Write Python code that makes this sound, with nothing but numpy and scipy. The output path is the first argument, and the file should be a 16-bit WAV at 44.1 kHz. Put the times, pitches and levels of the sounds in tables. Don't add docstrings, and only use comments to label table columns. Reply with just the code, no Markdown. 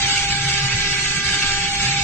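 import sys
import numpy as np
from scipy import signal
from scipy.fft import rfft, irfft, next_fast_len
from scipy.io import wavfile
from scipy.ndimage import uniform_filter1d

SR = 44100
rng = np.random.default_rng(int(sys.argv[2]) if len(sys.argv) > 2 else 0)


def master(y):
    cut = np.clip(np.atleast_2d(y).T, -1, 1)
    pcm = np.round(cut * 32767)
    wavfile.write(sys.argv[1], SR, pcm.astype(np.int16))


def magnitude_from_level(level_db):
    exponent = np.asarray(level_db, float) / 20
    return 10 ** exponent


N = 89919

TURN_HZ, CARRIER_HZ = 399.85, 5000.0
ORDERS = (1, 2, 3, 4, 5, 6, 7, 8, 9, 19, 20, 21, 22)
# left level in dB, right level in dB, phase by which left leads in rad.
ORDER_TONES = [(-40.5, -46.5, -1.25), (0, 2, 0), (-44, -44, 0.8), (-39, -34.5, 0.48), (-43, -31.5, -2.1),
               (-50, -42.5, 7.5), (-54, -48, -13), (-54, -46.5, 0), (-40.5, -52.5, 3), (-38, -51, -2.8),
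               (-49, -51.5, 7.6), (-56, -66, -8.8), (-50, -56.5, -0.5)]
# left echo as a share of direct, right share,
# fade cycle in seconds, time left is weakest in seconds, time right is weakest in seconds.
ECHOES = [
    (0.15, 0.15, 2, 0.15, 1.67),
    (0, 0, 2, 0, 0),
    (0.035, 0.076, 1.4, 0, 0),
    (0, 0, 2, 0, 0),
    (0.046, 0.6, 1.75, .25, .1),
    (.3, 0.26, 1.2, .1, 1.8),
]
# time in seconds, level in dB, left minus right in dB.
FLUTE_TONE = [(0, -31.5, 1), (.15, -33, 3), (.35, -33, 3), (.5, -36.5, 7), (.65, -35.5, 7), (.8, -42, 7),
              (.95, -43, 6), (1.15, -48, -1), (1.27, -41, -2), (1.45, -38.5, 0), (1.55, -34.5, 0),
              (2.04, -31, 0)]
# time in seconds, level in dB.
BITE = [(0, -13.5), (.35, 1.5), (.45, -4), (.65, 1.5), (.95, -1.5), (1.15, 2), (1.25, 6), (1.57, 5),
        (1.64, -15), (1.85, -2.5), (2.04, -0.5)]
FLUTTER_HZ, FLUTTER_DB = 20.8, -24
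WAVER_DB, HIGH_WAVER_DB, WAVER_RAD = 0.7, 3, 0.08

# left level in dB, right level in dB, left lead in rad.
DRIVE_TONES = [
    (-39, -45, -1.5),
    (-52, -36, 5.5),
    (-59.5, -64, -24.5),
    (-35.5, -51.5, -0.5),
    (-57, -55, 11.5),
    (-41.5, -35.5, -8.5),
]

# time in seconds, level in dB.
CUT_DEPTH = [(0, -23), (.12, -22.5), (.5, -23), (.8, -23.5), (.9, -23), (1.14, -23.5), (1.17, -23.5),
             (1.66, -23.5), (1.77, -25.5), (1.8, -22.5), (2.04, -24)]
# frequency in Hz, density in dB per Hz.
HISS_LEFT = [(600, -20.5), (800, -6), (1000, -17), (1600, -2.5), (2800, -1), (4000, 2.5), (7600, -10.5),
             (10000, -22.5)]
# frequency in Hz, density in dB per Hz.
HISS_RIGHT = [(600, -28), (800, -13), (1000, -12), (1600, -3.5), (2800, -1), (4000, 5), (7600, -8.5),
              (10000, -31.5)]
# centre in Hz, width in Hz, left gain in dB, right gain in dB.
FRAME = [(780, 38, 3, 3), (1596, 156, 5.5, 3.5), (1896, 53, -15, -13.5), (2190, 190, -0.5, 2.5),
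         (2285, 178, 6, 10), (2470, 100, -6.5, 1), (2590, 220, -1.5, 5), (2720, 290, 5.5, 1.5),
         (4106, 110, -9.5, -17), (4800, 99, -2.5, 1.5), (7450, 920, 10, 9), (8370, 71, 6.5, -3.5),
         (8870, 130, 10, 7), (8790, 64, 2.5, 4)]
# frequency in Hz, left-right likeness from 0 to 1.
HISS_ALIKE = [(600, .05), (700, .3), (770, .95), (1400, .93), (1900, .8), (2300, .6), (4000, .55),
              (9000, .6)]
# frequency in Hz, phase by which left leads in rad.
HISS_LEAD = [(600, 0), (1640, .4), (1980, -.3), (2410, 1.9), (3010, .2), (3450, 2.8), (5430, 3.7),
             (9300, 15.8)]
HISS_DB, HISS_PATCHY_DB, HISS_SHARED_DB = 3.5, 2.5, 0.97
CHIPS_PER_S, CHIP_SPREAD_DB, FLUTE_DEPTH = 25000, 1.1, 0.12

# time in seconds, level in dB.
AXIS_EFFORT = [(0.0, -52), (0.04, -31.5), (0.19, -41), (0.47, -26), (0.59, -33.5), (0.65, -20), (0.71, -37),
               (0.75, -19.5), (0.8, -39), (0.92, -30.5), (1.0, -43.5), (1.07, -32.5), (1.12, -49.5),
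               (1.17, -33.5), (1.29, -41.5), (1.83, -40), (1.86, -26.5), (2.04, -33.5)]
HUM_HZ, HUM_WIDTH_HZ, HUM_DB = 134, 22, -1

# frequency in Hz, density in dB per Hz.
RUMBLE = [(20, 2.5), (32, -11.5), (53, 2.5), (75, -7), (172, -4.5), (226, -12.5), (380, -14), (620, -27)]
# frequency in Hz, left-right likeness from 0 to 1.
RUMBLE_ALIKE = [(20, 1), (60, 1), (200, .996), (300, .7), (400, .2), (620, 0)]
RUMBLE_DB, RUMBLE_PATCHY_DB = -33, 2.8

# frequency in Hz, share of time lost in the sum, share in the difference.
NULLS = [(20, 0, .9), (200, 0, .8), (300, .05, .1), (550, .35, .2), (750, .15, .6), (1400, .15, .5),
         (2000, .1, .14), (3500, .25, .2), (5000, .3, .22), (7000, .25, .3), (8300, .4, .4),
         (9700, .55, .55)]
# frequency in Hz, level in dB against neighbours below which a line
WEAK = [(300, -30), (600, -7), (2000, -7), (5000, -5), (8000, -4), (8400, 1)]
# start in seconds, length in seconds, centre in Hz, width in Hz.
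HOLES = [(.21, .14, 5450, 250), (.3, .05, 5200, 300), (.95, .03, 5000, 500), (1.05, .03, 4950, 400),
         (1.11, .04, 4000, 350), (1.6, .1, 3600, 150), (1.74, .03, 3600, 300), (.29, .06, 560, 220),
         (.81, .08, 630, 90), (1.0, .06, 610, 110), (1.14, .1, 620, 90), (1.24, .08, 580, 130),
         (1.73, .08, 560, 200), (1.95, .05, 590, 180)]
# start in seconds, length in seconds, edge in Hz.
SUM_TOP = [(.395, .025, 8250), (.575, .03, 8250), (.63, .05, 9750), (.69, .06, 8250), (.83, .06, 8600),
           (.92, .04, 9600), (.98, .02, 9750), (1.14, .12, 9700), (1.485, .1, 8250), (1.64, .06, 8600),
           (1.8, .02, 8250), (1.82, .04, 9750), (1.905, .04, 8600), (1.975, .03, 8100)]
# start in seconds, length in seconds, edge in Hz.
DIFFERENCE_TOP = [(.03, .05, 8300), (.2, .06, 8300), (.53, .03, 8300), (.63, .05, 9750), (.68, .04, 8300),
                  (.83, .03, 8300), (.9, .07, 9500), (.98, .07, 8350), (1.12, .02, 8300), (1.15, .11, 9700),
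                  (1.26, .04, 8300), (1.35, .045, 8100), (1.83, .07, 9750), (1.91, .02, 8300)]
NULL_FRAMES, STANDOUT_DB, TOP_HZ, SMEAR_S = 5, 8.0, 9030, 0.014


def rms_one(x):
    return x / np.sqrt(np.mean(x ** 2) + 1e-20)


def in_time(rows):
    return np.interp(np.arange(N) / SR, *np.transpose(rows))


def at_hz(points, hz):
    table_hz, value = np.transpose(points)
    return np.interp(np.log(hz + 1), np.log(table_hz), value)


def drift(rate_hz):
    r = np.exp(-80 * np.pi * rate_hz / SR)
    noise = rng.standard_normal(N // 40 + 2002)
    slow = signal.lfilter([1], [1, -2 * r, r * r], noise)[2000:]
    return np.interp(np.arange(N) / 40, np.arange(len(slow)), rms_one(slow - slow.mean()))


def tone(hz, left_db, right_db, lead_rad, waver_db):
    phase = 2 * np.pi * (hz * np.arange(N) / SR + rng.random())
    phase = phase + WAVER_RAD * hz / TURN_HZ * drift(9.2)
    db = np.array([left_db + waver_db * drift(3), right_db + waver_db * drift(3)])
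    return np.sqrt(2) * magnitude_from_level(db) * np.exp(1j * (phase + np.array([[lead_rad], [0]])))


def pair(source, colour_db, alike, lead_rad, band_hz, patchy_db):
    size = next_fast_len(N)
    hz = np.arange(size // 2 + 1) * SR / size
    both, left, right = rfft(source, size)
    alike = np.clip(at_hz(alike, hz), 0, 1)
    both = np.sqrt(alike) * both
    own = np.sqrt(1 - alike)
    left = both * np.exp(1j * lead_rad(hz)) + own * left
    right = both + own * right
    spectra = magnitude_from_level(colour_db(hz)) * np.array([left, right])
    place = np.interp(np.log(hz + 1), np.log(band_hz), np.arange(len(band_hz)))
    out = 0
    for k in range(len(band_hz)):
        share = np.clip(1.5 - 2 * abs(place - k), 0, 1)
        out = out + magnitude_from_level(patchy_db * drift(15.6)) * irfft(share * spectra, size)[:, :N]
    return rms_one(out)


def spindle():
    t = np.arange(N) / SR
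    flutter = 1 + magnitude_from_level(FLUTTER_DB) * np.exp(2j * np.pi * FLUTTER_HZ * t)
    out = 0
    for k, (order, row) in enumerate(zip(ORDERS, ORDER_TONES)):
        low = k < len(ECHOES)
        sound = tone(order * TURN_HZ, *row, WAVER_DB if low else HIGH_WAVER_DB) * flutter
        if low:
            left_share, right_share, cycle_s, left_weakest_s, right_weakest_s = ECHOES[k]
            share = np.array([[left_share], [right_share]])
            weakest_s = np.array([[left_weakest_s], [right_weakest_s]])
            sound = sound * (1 - share * np.cos(2 * np.pi * (t - weakest_s) / cycle_s))
        if order == 2:
            s, db, pan_db = np.transpose(FLUTE_TONE)
            half_pan_db = np.interp(t, s, pan_db) / 2 * np.array([[1], [-1]])
            sound = sound[1] * magnitude_from_level(np.interp(t, s, db) + half_pan_db)
        if order in (3, 4):
            sound = sound * magnitude_from_level(in_time(BITE))
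        out = out + sound.real
    return out


def drive():
    out = 0
    for k, row in enumerate(DRIVE_TONES):
        out = out + tone(CARRIER_HZ + (k - 2) * TURN_HZ, *row, HIGH_WAVER_DB / 2).real
    return out


def hiss_colour_db(hz):
    db = np.array([at_hz(HISS_LEFT, hz), at_hz(HISS_RIGHT, hz)]) - 60 * (hz < 500)
    for peak_hz, width_hz, left_db, right_db in FRAME:
        db = db + np.array([[left_db], [right_db]]) / (1 + (2 * (hz - peak_hz) / width_hz) ** 2)
    return db


def hiss_lead_rad(hz):
    return np.interp(hz, *np.transpose(HISS_LEAD))


def cut():
    flute = 1 + FLUTE_DEPTH * np.cos(2 * np.pi * TURN_HZ * np.arange(N) / SR)
    size_db = CHIP_SPREAD_DB * np.minimum(rng.exponential(1, (3, N)), 4)
    sizes = magnitude_from_level(size_db) * rng.standard_normal((3, N))
    chips = sizes * (rng.random((3, N)) < CHIPS_PER_S / SR) * flute
    bands = np.geomspace(550, 9700, num=84)
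    hiss = pair(chips, hiss_colour_db, HISS_ALIKE, hiss_lead_rad, bands, HISS_PATCHY_DB)
    return magnitude_from_level(in_time(CUT_DEPTH) + HISS_DB + HISS_SHARED_DB * drift(11.0)) * hiss


def axis_hum():
    r = np.exp(-np.pi * HUM_WIDTH_HZ / SR)
    x = rng.standard_normal(N + SR)
    for _ in range(2):
        x = signal.lfilter([1, 0, -1], [1, -2 * r * np.cos(2 * np.pi * HUM_HZ / SR), r * r], x)
    steady = np.cos(np.angle(signal.hilbert(x)))
    return magnitude_from_level(in_time(AXIS_EFFORT) + HUM_DB) * rms_one(steady[SR:])


def rumble_colour_db(hz):
    return at_hz(RUMBLE, hz) - 60 * ((hz > 700) | (hz < 15))


def rumble():
    noise = rng.standard_normal((3, N))
    bands = np.geomspace(20, 650, num=14)
    shake = pair(noise, rumble_colour_db, RUMBLE_ALIKE, np.zeros_like, bands, RUMBLE_PATCHY_DB)
    return magnitude_from_level(RUMBLE_DB) * shake


def dropouts(x):
    hz, t, z = signal.stft([x[0] + x[1], x[0] - x[1]], SR, nperseg=2048, noverlap=1536)
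    band = (30 * np.arcsinh(hz / 2600)).astype(int)
    chance = rng.standard_normal((2, band[-1] + 1, len(t)))
    chance = uniform_filter1d(chance, size=NULL_FRAMES, axis=2)
    rank = chance.argsort(axis=2).argsort(axis=2)[:, band] / len(t)
    share = np.array([at_hz(np.array(NULLS)[:, [0, k]], hz) for k in (1, 2)])
    log_mean = np.log(abs(z).mean(axis=2) + 1e-12)
    usual = np.exp(uniform_filter1d(log_mean, size=25, axis=1))[..., None]
    lost = (rank < share[..., None]) & (abs(z) < magnitude_from_level(STANDOUT_DB) * usual)
    lost |= abs(z) < magnitude_from_level(at_hz(WEAK, hz))[:, None] * usual
    for s, length, hole_hz, width_hz in HOLES:
        in_band = (abs(hz - hole_hz) < width_hz / 2)[:, None]
        lost[0] |= in_band & (t > s - SMEAR_S) & (t < s + length + SMEAR_S)
    for k, moves in enumerate((SUM_TOP, DIFFERENCE_TOP)):
        edge_hz = np.full(len(t), TOP_HZ)
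        for s, length, moved_hz in moves:
            spread = SMEAR_S * np.sign(TOP_HZ - moved_hz)
            edge_hz[(t > s - spread) & (t < s + length + spread)] = moved_hz
        lost[k] |= hz[:, None] > edge_hz
    total, difference = signal.istft(z * ~lost, SR, nperseg=2048, noverlap=1536)[1][:, :N]
    return np.array([total + difference, total - difference]) / 2


def scene():
    return spindle() + drive() + cut() + rumble() + axis_hum()


def band_limit(x):
    return signal.sosfilt(signal.butter(12, 9730, fs=SR, output="sos"), x)


def record(dry):
    mix = dropouts(dry)
    return band_limit(mix)


dry = scene()
out = record(dry)
master(out)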